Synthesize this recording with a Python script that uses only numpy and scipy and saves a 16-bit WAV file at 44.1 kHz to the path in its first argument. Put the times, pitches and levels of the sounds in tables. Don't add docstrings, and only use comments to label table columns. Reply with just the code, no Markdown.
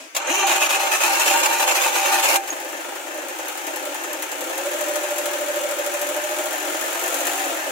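import sys
import numpy as np
from scipy import signal
from scipy.fft import rfft, irfft
from scipy.io import wavfile
from scipy.ndimage import uniform_filter1d

SR = 44100
rng = np.random.default_rng(int(sys.argv[2]) if len(sys.argv) > 2 else 0)


def waveform_to_disk(signal):
    frames = np.transpose(np.atleast_2d(signal))
    scaled = np.clip(frames, -1, 1) * 32767
    samples = np.round(scaled).astype(np.int16)
    wavfile.write(sys.argv[1], SR, samples)


N = 340011
TIME = np.arange(N) / SR

# time in seconds, gear grind in dB, rasp of the slack teeth in dB.
STARTER_EFFORT = [(0.19, -28, -55), (0.25, -30.5, -56), (0.29, -23.5, -40), (0.36, -25.5, -37),
                  (0.42, -23, -39.5), (0.455, -27.5, -45), (0.48, -19, -42), (0.59, -19, -36),
                  (0.68, -21, -49), (0.85, -19.5, -38.5), (1.15, -21.5, -35), (1.55, -21, -35.5),
                  (2.0, -21, -38), (2.36, -21.5, -32.5)]
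# time in seconds, teeth per second.
TOOTH_RATE = [(0.15, 137), (0.27, 248), (0.30, 288), (0.33, 374), (0.385, 402), (0.44, 387), (0.5, 340),
              (0.6, 413), (1.2, 436), (1.8, 518), (2.37, 408)]
# start in seconds, level in dB, 60 dB decay in seconds.
CLUNKS = [(0.148, -22, 0.069), (0.164, -15, 0.055), (2.352, -22, 0.057), (2.475, -30, 0.16),
          (2.525, -31, .06)]
# time in seconds, level in dB.
SQUEAKS = [(2.503, -23), (2.513, -31)]
# frequency in Hz, width in Hz, level in dB.
FLYWHEEL_MODES = [(350, 22, -8), (591, 2.9, -8.5), (785.3, 7.7, 0.5), (860, 17, -2), (922, 22, -0.5),
                  (1201, 27, -9), (1439, 23, -8.5), (1610, 19, -11), (1790, 40, -10), (2398, 26, -7.5),
                  (2530, 210, -10), (2735, 30, -10), (3000, 90, -15), (4160, 110, -11.5), (6180, 180, -29)]
# frequency in Hz, density in dB per Hz.
HOUSING_SPECTRUM = [(40, -46), (185, -41), (240, -34), (300, -1), (460, -11.5), (560, 5.5), (900, -1.5),
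                    (1100, 4), (2050, -0.5), (2550, 5.5), (3400, -4), (5000, -15), (6600, 0), (9000, -12.5),
                    (15500, -35)]
# frequency in Hz, density in dB per Hz.
RASP_SPECTRUM = [(40, -60), (300, -46), (2000, 4), (4500, 3), (7500, 7.5), (9500, 1.5), (11500, 6.5),
                 (15500, -2.5)]
# multiple of the tooth rate, level in dB.
WHINE_PARTIALS = [(1, 6.5), (2, 0), (3, -8.5), (6, -2), (7, -3.5), (8, -1.5)]
# start in seconds, length in seconds, rasp in dB,
# flywheel ring in dB.
BITES = [(0.464, 0.062, -32, -28.5), (0.533, 0.031, -35, -31), (0.604, 0.062, -30.5, -33.5),
         (0.687, 0.028, -30, -36), (0.722, 0.042, -31, -29.5), (0.792, 0.085, -35, -27.5),
         (0.912, 0.054, -32.5, -32.5), (1.001, 0.025, -31.5, -33), (1.028, 0.14, -32, -25.5),
         (1.19, 0.046, -29, -28), (1.255, 0.17, -30, -28), (1.428, 0.037, -29.5, -27.5),
         (1.48, 0.041, -41, -23.5), (1.519, 0.031, -33.5, -27.5), (1.593, 0.05, -32, -26),
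         (1.669, 0.048, -30.5, -30.5), (1.742, 0.09, -31.5, -34), (1.833, 0.051, -32.5, -29.5),
         (1.935, 0.082, -32, -31.5), (2.037, 0.083, -32, -26), (2.121, 0.047, -31.5, -24),
         (2.175, 0.024, -31, -28), (2.224, 0.069, -30, -29.5), (2.296, 0.073, -30.5, -26)]
# frequency in Hz, width in Hz, level in dB.
SQUEAL_BANDS = [(2434, 71, 2.5), (2760, 350, -4), (6230, 460, -1), (6700, 490, -3.5)]
# time in seconds, level in dB.
SQUEAL_LEVEL = [(0.2, -73), (0.25, -48), (0.29, -32), (0.39, -26.5), (0.46, -34), (0.52, -51)]
# peak time in seconds, length in seconds, frequency in Hz
# at the peak, level in dB.
SHRIEKS = [(0.63, 0.07, 2620, -21.5), (0.757, 0.059, 2580, -24), (0.935, 0.06, 2560, -23.5),
           (1.039, 0.035, 2520, -22), (1.223, 0.032, 2700, -23), (1.295, 0.058, 2700, -23.5),
           (1.436, 0.026, 2450, -27), (1.54, 0.043, 2650, -31), (1.624, 0.04, 2700, -29),
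           (1.7, 0.045, 2700, -27), (1.787, 0.029, 2450, -22), (1.849, 0.059, 2600, -31),
           (2.06, 0.035, 2700, -28), (2.131, 0.025, 2700, -31), (2.19, 0.022, 2420, -28),
           (2.299, 0.09, 2380, -24)]
# share of its pitch, level in dB.
SHRIEK_STRANDS = [(0.44, -6.5), (0.92, -1), (1, 6), (1.129, -7)]
# time in seconds, level in dB.
JOLTS = [(0.423, -21), (0.496, -20.5), (0.545, -23), (1.335, -19.5), (1.852, -21), (1.955, -25)]
# time in seconds, engine cycles (camshaft turns) per second.
ENGINE_SPEED = [(2.4, 7.421), (2.9, 8.905), (3.25, 9.14), (3.5, 10.861), (4.33, 10.731), (4.76, 13.464),
                (5.9, 13.113), (6.7, 14.16), (7.12, 15.6), (7.31, 15.95), (7.38, 16.35), (7.45, 16.0),
                (7.6, 13.9), (7.71, 13.0)]
# share of the turn, level in dB.
FIRINGS = [(0.03, 0.5), (0.363, -3), (0.697, -3.5)]
# share of the turn, level in dB.
TAPPETS = [(0.96, 3.5), (0.325, -1.5), (0.675, 1.5)]
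# time in seconds, extra level in dB.
LOOSE_TAPPET = [(2.4, -1), (3.3, 5), (3.49, 5.5), (3.6, 7), (3.76, 10), (3.86, 7.5), (4.04, 8.5),
                (4.14, 10), (4.23, 11.5), (4.32, 7.5), (4.55, 4), (4.7, 2.5), (5.18, 4.5), (5.26, 8),
                (5.34, 1.5), (5.7, 4), (5.8, 7), (6.02, 3), (6.4, 2.5), (6.6, -3), (7.3, 2.5), (7.7, -10)]
# level at idle in dB, dB per doubling of
# speed, dB added at full throttle, dB added as the engine catches.
LOUDNESS = [(-42, 3, 0.5, 2), (-35.5, 6, -0.05, 2), (-41, 16.5, 1.5, 10)]
# frequency in Hz, density in dB per Hz.
BLOCK_SPECTRUM = [(40, -45), (130, -67), (190, -43), (240, -18.5), (290, 0), (350, 8.5), (430, -4.5),
                  (510, 6.5), (600, 9), (690, 1), (790, 6.5), (920, 5), (1100, -16), (3000, -38),
                  (15500, -58)]
# frequency in Hz, width in Hz, level in dB.
BLOCK_MODES = [(291.7, 4.5, -14.5), (383, 9, -13), (518, 12, -6.5), (559, 7.6, -10), (698, 11, -11),
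               (785, 9.8, -14.5), (911, 17, -8), (1056, 56, -10), (1255, 70, -10), (1420, 33, -16),
               (1643, 41, -12), (1787, 25, -12)]
# frequency in Hz, density in dB per Hz.
HEAD_SPECTRUM = [(40, -78), (250, -44), (600, -2), (1050, -2), (1420, 3.5), (1600, 1), (1800, 2),
                 (2080, -2), (2650, -1), (3600, -8), (5000, -14.5), (6800, -6.5), (9000, -12),
                 (15500, -17.5)]
# frequency in Hz, density in dB per Hz.
TAPPET_SPECTRUM = [(40, -58), (1000, 1.5), (3000, 1.5), (5000, -8), (7000, 7), (9300, -3), (10600, 0),
                   (11400, 1.5), (12400, -4.5), (15500, -4)]
# frequency in Hz, density in dB per Hz.
CRACK_SPECTRUM = [(40, -70), (2000, 1), (5000, -7.5), (7000, -0.5), (9500, -4), (11400, 6), (13000, -3),
                  (15500, -2.5)]
# time in seconds, level in dB.
BELT_LEVEL = [(4.25, -58), (4.44, -33), (4.56, -29.5), (4.64, -27), (4.75, -26.5), (5.1, -24.5), (5.6, -26),
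              (6.25, -25.5), (6.44, -26.5), (6.54, -36.5), (6.7, -49), (7.0, -55)]
BOOM_ORDERS = [18, 32, 44, 48, 45]
# start in seconds, end in seconds, level in dB.
BOOMS = [(7.1, 7.56, -45), (7.04, 7.22, -36), (6.55, 7.42, -34.5), (7.28, 8.3, -34), (7.42, 7.7, -35)]
# start in seconds, level in dB.
THUDS = [(0.155, -59), (0.745, -59), (1.435, -57), (2.338, -54), (2.47, -60), (2.52, -61), (3.74, -66)]
# frequency in Hz, density in dB per Hz.
AIR_SPECTRUM = [(24, -65), (40, -32), (129, -56), (309, -0.5), (449, -12), (606, -0.5), (722, -8.5),
                (2570, -5), (4130, -16.5), (6640, -11), (15500, -28)]
# time in seconds, level in dB.
AIR_LEVEL = [(0, -35.5), (0.06, -40.5), (0.13, -44), (7.71, -41.5)]
# frequency in Hz, side over mid in dB.
STEREO_WIDTH = [(60, -5), (92, -1), (140, -2), (210, -20), (330, -6), (500, -8), (770, -4), (1170, 3),
                (1790, 0.5), (2740, -0.5), (4190, -1), (6410, 1), (9810, -0.5), (15000, 0.5)]
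# frequency in Hz, left over right in dB.
STARTER_PAN = [(60, 1.0), (92, 9), (140, -1), (210, -0.5), (330, 5), (500, -12), (770, -4.5), (1170, -5),
               (1790, 0.5), (2740, 2.0), (4190, 6), (6410, 2.5), (9810, -5.5), (15000, 11.5)]
# frequency in Hz, left over right in dB.
ENGINE_PAN = [(60, 1.5), (92, 2.0), (140, 0.0), (210, -6), (330, 7.5), (500, -7.5), (770, 3.5),
              (1170, -0.5), (1790, 2.5), (2740, 3), (4190, 4.5), (6410, 7), (9810, -2.5), (15000, 10.5)]

WHINE_DB, WHINE_LOSS_DB, WHINE_BREAKS_S, WHINE_FADE_S, WHINE_PAN_DB = -6, 23.5, 0.44, 0.03, 1.5
PINION_TEETH, CHATTER_DB, CHATTER_CHANCE_DB = 11, 0.2, 1.0
BITE_ATTACK_S, BITE_RELEASE_S, BITE_SAG_DB_PER_S = 0.0042, 0.012, 37
SLACK_DB, FIRM_BITE_DB = -4.5, -36
SHRIEK_SAG_HZ_PER_S = 3300
JOLT_T60_S = 0.15
CATCH_S, CATCH_TURN = 2.4, -.585
IDLE_CYCLES_PER_S, FULL_THROTTLE_CYCLES_PER_S2 = 13.3, 6.4
FLARE_AT_S, FLARE_S = 2.48, 0.17
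BLOCK_LOWEST_HZ = 261
PULLEY_TEETH, BELT_HZ, BELT_WIDTH_HZ, BELT_REST = 44, 614, 20.6, 0.27
BOOM_FADE_S, BOOM_DB_PER_DOUBLING, BOOM_CYCLES_PER_S = 0.073, 33, 16.4
THUD_T60_S, THUD_HZ = 0.11, 90
CUTOFF_HZ = 15700


def starter(whine_db_per_doubling=6, wobble=.018, tooth_spread_db=4.5, strike=0.59, grit_db=2.5,
            ring_db=0.5, grind_db=-0.36, rasp_db=7.5, whine_flutter_db=2.5):
    grind, rasp = in_time(STARTER_EFFORT)
    bite = bites()
    engaged = np.interp(TIME, [.15, .2, 2.362, 2.378], [0, 1, 1, 0])
    rate, = in_time(TOOTH_RATE)
    mesh = np.cumsum(rate * (1 + wobble * drift(40))) / SR

    at = passes(mesh)
    teeth = np.zeros((2, N))
    teeth[:, at] = from_db(tooth_spread_db * rng.standard_normal((2, len(at))))
    rubbing = rms_one(hiss() * from_db(grit_db * drift(500)))
    force = rms_one(strike * rms_one(teeth) + rubbing)

    chatter_db = CHATTER_DB * np.sin(2 * np.pi * mesh / PINION_TEETH) + CHATTER_CHANCE_DB * drift(150)
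    touching = engaged * from_db(chatter_db)
    biting_load = from_db(SLACK_DB) * np.hypot(1, bite / from_db(FIRM_BITE_DB))
    load = np.where(TIME < BITES[0][0], 1, biting_load)
    housing = radiate(force * touching * load * from_db(grind + grind_db), HOUSING_SPECTRUM, STARTER_PAN)
    scrape = force * touching * np.hypot(from_db(rasp), bite) * from_db(rasp_db)
    flanks = radiate(scrape, RASP_SPECTRUM, STARTER_PAN)

    whine_db = grind + WHINE_DB + whine_db_per_doubling * np.log2(rate / rate.max())
    whine_db = whine_db - WHINE_LOSS_DB * np.clip((TIME - WHINE_BREAKS_S) / WHINE_FADE_S, 0, 1)
    whine = 0
    for order, db in WHINE_PARTIALS:
        level = from_db(db + whine_flutter_db * drift(70)) * gain_at(HOUSING_SPECTRUM, order * rate)
        whine = whine + level * wavering(order * mesh, 0.24 * np.sqrt(order))
    whine = whine * touching * from_db(whine_db) * from_db(WHINE_PAN_DB * np.array([[.5], [-.5]]))

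    ring_drive = np.sqrt(touching * load) * ringing(grind) * from_db(ring_db)
    return housing + flanks + whine + squeal(force) + shrieks() + flywheel(ring_drive)


def bites():
    level = 0
    for start, length, db, _ in BITES:
        end = start + length
        top, sagged = from_db(db), from_db(db - BITE_SAG_DB_PER_S * length)
        level = level + np.interp(TIME, [start, start + BITE_ATTACK_S, end, end + BITE_RELEASE_S],
                                  [0, top, sagged, 0])
    return level


def ringing(grind, spin_up_db=-5.5, settle_s=0.037):
    start, _, _, ring = np.transpose(BITES)
    bite = np.searchsorted(start, TIME) - 1
    db = np.where(bite < 0, grind + spin_up_db, ring[bite])
    db = uniform_filter1d(db, size=int(settle_s * SR) + 1)
    return np.hypot(from_db(db), sum(burst(at, level, JOLT_T60_S) for at, level in JOLTS))


def flywheel(drive, spread=1.0):
    blows = (rng.standard_normal(N) + spread * hiss()) * drive / np.hypot(1, spread)
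    rings = 0
    for k, (hz, width, db) in enumerate(FLYWHEEL_MODES):
        mode_gain = from_db(db) * np.sqrt(SR / np.pi / width) * (-1) ** k
        rings = rings + mode_gain * resonate(blows, hz, width)
    return from_db(-1.5) * signal.sosfilt(signal.butter(6, 290, "high", fs=SR, output="sos"), rings)


def squeal(force, broken_db=2.5):
    bands = 0
    for hz, width, db in SQUEAL_BANDS:
        band = rms_one(resonate(resonate(force, hz, width), hz, width))
        bands = bands + from_db(db + broken_db * drift(70.0)) * band
    return bands * from_db(in_time(SQUEAL_LEVEL)[0]) * (TIME < BITES[1][0])


def shrieks(rough=0.62):
    peak, length, hz, db = np.transpose(SHRIEKS)
    nearest = np.searchsorted((peak[1:] + peak[:-1]) / 2, TIME)
    age = np.clip(TIME - peak[nearest], -length[nearest] / 2, length[nearest] / 2)
    level = from_db(db[nearest]) * np.cos(np.pi * age / length[nearest])
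    cycles = np.cumsum(hz[nearest] - SHRIEK_SAG_HZ_PER_S * age) / SR
    strands = sum(from_db(strand_db) * wavering(share * cycles, rough * share)
                  for share, strand_db in SHRIEK_STRANDS)
    return level * rms_one(strands) * from_db(2 * drift(400))


def pinion(squeak_hz=6600, squeak_width=90, squeak_s=0.0028, bright_db=-1.0):
    blows = hiss() * sum(burst(start, db, t60) for start, db, t60 in CLUNKS)
    clank = radiate(blows, HOUSING_SPECTRUM, STARTER_PAN)
    clank = clank + from_db(bright_db) * radiate(blows, RASP_SPECTRUM, STARTER_PAN)
    slips = sum(from_db(db) * np.interp(TIME, [s - .001, s + .001, s + squeak_s], [0, 1, 0])
                for s, db in SQUEAKS)
    squeak = resonate(slips * np.sin(2 * np.pi * squeak_hz * TIME), squeak_hz, squeak_width)
    return clank + from_db(15.5) * squeak


def engine(knock_t60=0.1, rumble=1.0, block_db=8.5, whirr=0.72, firing_share=0.54, clatter_db=5.5,
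           tick_t60=0.1, sizzle=0.54, tappet_db=7.0, crack_t60=0.026, crack_db=11.0):
    speed, = in_time(ENGINE_SPEED)
    block, clatter, tappet = running_levels(speed)
    turn = np.cumsum(speed * (TIME > CATCH_S)) / SR + CATCH_TURN
    running = np.interp(TIME, [2.33, 2.39], [0, 1])

    firing = dying(contacts(turn, FIRINGS, spread_db=2.5), knock_t60)
    knocks = rms_one(rms_one(hiss() * (firing + rumble)) + 0.5 * valve_train(turn))
    parts = rms_one(valve_train(turn) * 0.58 + hiss() * (whirr + firing_share * firing))

    loose = contacts(turn, TAPPETS[:1], spread_db=1.9) * from_db(in_time(LOOSE_TAPPET)[0])
    taps = loose + contacts(turn, TAPPETS[1:], spread_db=2.0)
    ticks = rms_one(hiss() * (dying(taps, tick_t60) + sizzle * from_db(1.3 * drift(200))))
    cracks = hiss() * dying(taps, crack_t60)

    return (radiate(knocks * running * from_db(block + block_db), BLOCK_SPECTRUM, ENGINE_PAN)
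            + block_rings(turn) * from_db(block)
            + radiate(parts * running * from_db(clatter + clatter_db), HEAD_SPECTRUM, ENGINE_PAN)
            + radiate(ticks * running * from_db(tappet + tappet_db), TAPPET_SPECTRUM, ENGINE_PAN,
                      bay_t60=0.023, room_db=-28.0)
            + radiate(cracks * from_db(tappet + crack_db), CRACK_SPECTRUM, ENGINE_PAN,
                      bay_t60=0.019, room_db=-30)
            + belt(turn, speed) * running
            + boom(turn, speed))


def running_levels(speed):
    throttle = throttle_for(speed)
    flare_width = np.where(TIME < FLARE_AT_S, FLARE_S, 2 * FLARE_S)
    flare = np.exp(-((TIME - FLARE_AT_S) / flare_width) ** 2)
    doublings = np.log2(speed / IDLE_CYCLES_PER_S)
    return [idle + by_speed * doublings + by_throttle * throttle + by_flare * flare
            for idle, by_speed, by_throttle, by_flare in LOUDNESS]


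def throttle_for(speed):
    gain_of_speed = uniform_filter1d(np.gradient(speed) * SR, size=4000)
    return np.clip(gain_of_speed / FULL_THROTTLE_CYCLES_PER_S2, -1, 1)


def contacts(turn, table, spread_db):
    kicks = np.zeros(N)
    for angle, db in table:
        at = passes(turn - angle)
        kicks[at] += from_db(db + spread_db * rng.standard_normal(len(at)))
    return kicks


def block_rings(turn, spread_db=3.5, own=0.19):
    out = 0
    for hz, width, db in BLOCK_MODES:
        shared, left, right = [resonate(contacts(turn - shift, FIRINGS, spread_db), hz, width)
                               for shift in (0, .004, .009)]
        ring = rms_one(shared + own * np.array([left, right]))
        out = out + from_db(db) * ring * gain_at(ENGINE_PAN, hz) ** np.array([[.5], [-.5]])
    return signal.sosfilt(signal.butter(10, BLOCK_LOWEST_HZ, "high", fs=SR, output="sos"), out)


def valve_train(turn, count=45):
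    return rms_one(np.array([contacts(turn, zip(rng.random(count), rng.normal(0, 3.2, count)), spread_db=2.5)
                             for _ in range(2)]))


def belt(turn, speed, flap_at=0.16, flap_width=0.22, stretch=0.5, slip=0.12, thump_order=26,
         thump_db=-13, thump_lead=0.14, clean=0.05, rough=0.34):
    near = 1 / np.sqrt(1 + ((PULLEY_TEETH * speed - BELT_HZ) / BELT_WIDTH_HZ) ** 4)
    from_flap = (turn - flap_at + .5) % 1 - .5
    flap = np.exp(-abs(from_flap / flap_width) ** 4)
    sharpening = stretch * np.sin(2 * np.pi * from_flap) / (2 * np.pi)
    cycles = PULLEY_TEETH * turn + sharpening + slip * drift(5)
    hum = wavering(cycles, clean + rough * (1 - near) ** 2) * (BELT_REST + (1 - BELT_REST) * flap)
    thump_swell = np.exp(-(np.sin(np.pi * (from_flap + thump_lead)) / np.pi / flap_width) ** 2)
    thump = wavering(thump_order * turn, 0.18) * thump_swell
    level = from_db(in_time(BELT_LEVEL)[0] + drift(15) / 2)
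    return (hum + from_db(thump_db) * thump) * level * from_db([[-.7], [.7]])


def boom(turn, speed, rough_per_order=0.0039):
    tones = 0
    for order, (start, end, db) in zip(BOOM_ORDERS, BOOMS):
        swell = np.interp(TIME, [start, start + BOOM_FADE_S, end - BOOM_FADE_S, end], [0, 1, 1, 0])
        tones = tones + from_db(db) * swell * wavering(order * turn, rough_per_order * order)
    return tones * from_db(BOOM_DB_PER_DOUBLING * np.log2(speed / BOOM_CYCLES_PER_S))


def thuds():
    level = sum(burst(start, db, THUD_T60_S) for start, db in THUDS)
    lowpass = signal.butter(2, THUD_HZ, fs=SR, output="sos")
    return level * rms_one(signal.sosfilt(lowpass, rng.standard_normal(N)))


def workshop_air():
    return radiate(hiss() * from_db(in_time(AIR_LEVEL)[0]), AIR_SPECTRUM, ENGINE_PAN)


def radiate(force, spectrum, pan, bay_t60=0.026, room_t60=0.14, room_db=-19, sway=1.42, sway_per_s=7,
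            size=16384):
    t, hz, lead = np.arange(size) / SR, np.arange(size // 2 + 1) * SR / size, size // 16
    sides, width = np.array([[1], [-1]]), gain_at(STEREO_WIDTH, hz)
    colour = gain_at(spectrum, hz) * gain_at(pan, hz) ** (sides / 2) / np.hypot(1, width)
    decay = from_db(-60 * t / bay_t60) + from_db(room_db - 60 * t / room_t60)
    out, angle = 0, sway * drift(sway_per_s)
    for share in (np.cos(angle), np.sin(angle)):
        echoes = rfft(rng.standard_normal((2, size)) * decay)
        mid, side = echoes / np.sqrt(uniform_filter1d(abs(echoes) ** 2, size=50, axis=1))
        paths = irfft(np.array([colour * mid, colour * side * width * sides]))
        paths = np.roll(paths, lead, axis=2) * signal.windows.tukey(size, 2 * lead / size)
        paths = rms_one(paths) / np.sqrt(2 * size)
        heard = signal.oaconvolve(force[:, None], paths, axes=2).sum(axis=0)
        out = out + share * heard[:, lead:lead + N]
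    return out


def resonate(x, hz, width):
    r = np.exp(-np.pi * width / SR)
    zeros = np.array([1, 0, -1]) * (1 - r * r) / 2
    return signal.lfilter(zeros, [1, -2 * r * np.cos(2 * np.pi * hz / SR), r * r], x + 1e-18)


def wavering(cycles, rough):
    return np.sqrt(2) * np.sin(2 * np.pi * cycles + 2 * rough * np.array([drift(90), drift(90)]))


def burst(start, db, t60):
    return from_db(db - 60 * np.maximum(TIME - start, 0) / t60) * (TIME >= start)


def dying(kicks, t60):
    return signal.lfilter([1], [1, -from_db(-60 / (t60 * SR))], kicks + 1e-18)


def passes(turn):
    return np.flatnonzero(np.diff(np.floor(turn)) > 0)


def hiss():
    return rng.standard_normal((2, N))


def drift(rate):
    knots = rng.standard_normal(int(N / SR * rate) + 2)
    return rms_one(np.interp(TIME * rate, np.arange(len(knots)), knots))


def in_time(rows):
    s, *columns = np.transpose(rows)
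    return [np.interp(TIME, s, c) for c in columns]


def gain_at(points, hz):
    f, db = np.transpose(points)
    return from_db(np.interp(np.log(hz + 1), np.log(f), db))


def rms_one(x):
    return x / np.sqrt(np.mean(x ** 2) + 1e-20)


def from_db(db):
    return 10 ** (np.asarray(db) / 20)


def scene():
    return starter() + pinion() + engine() + thuds() + workshop_air()


def record(dry):
    return signal.sosfilt(signal.ellip(10, .2, 80, CUTOFF_HZ, fs=SR, output="sos"), dry)


dry = scene()
out = record(dry)
waveform_to_disk(out)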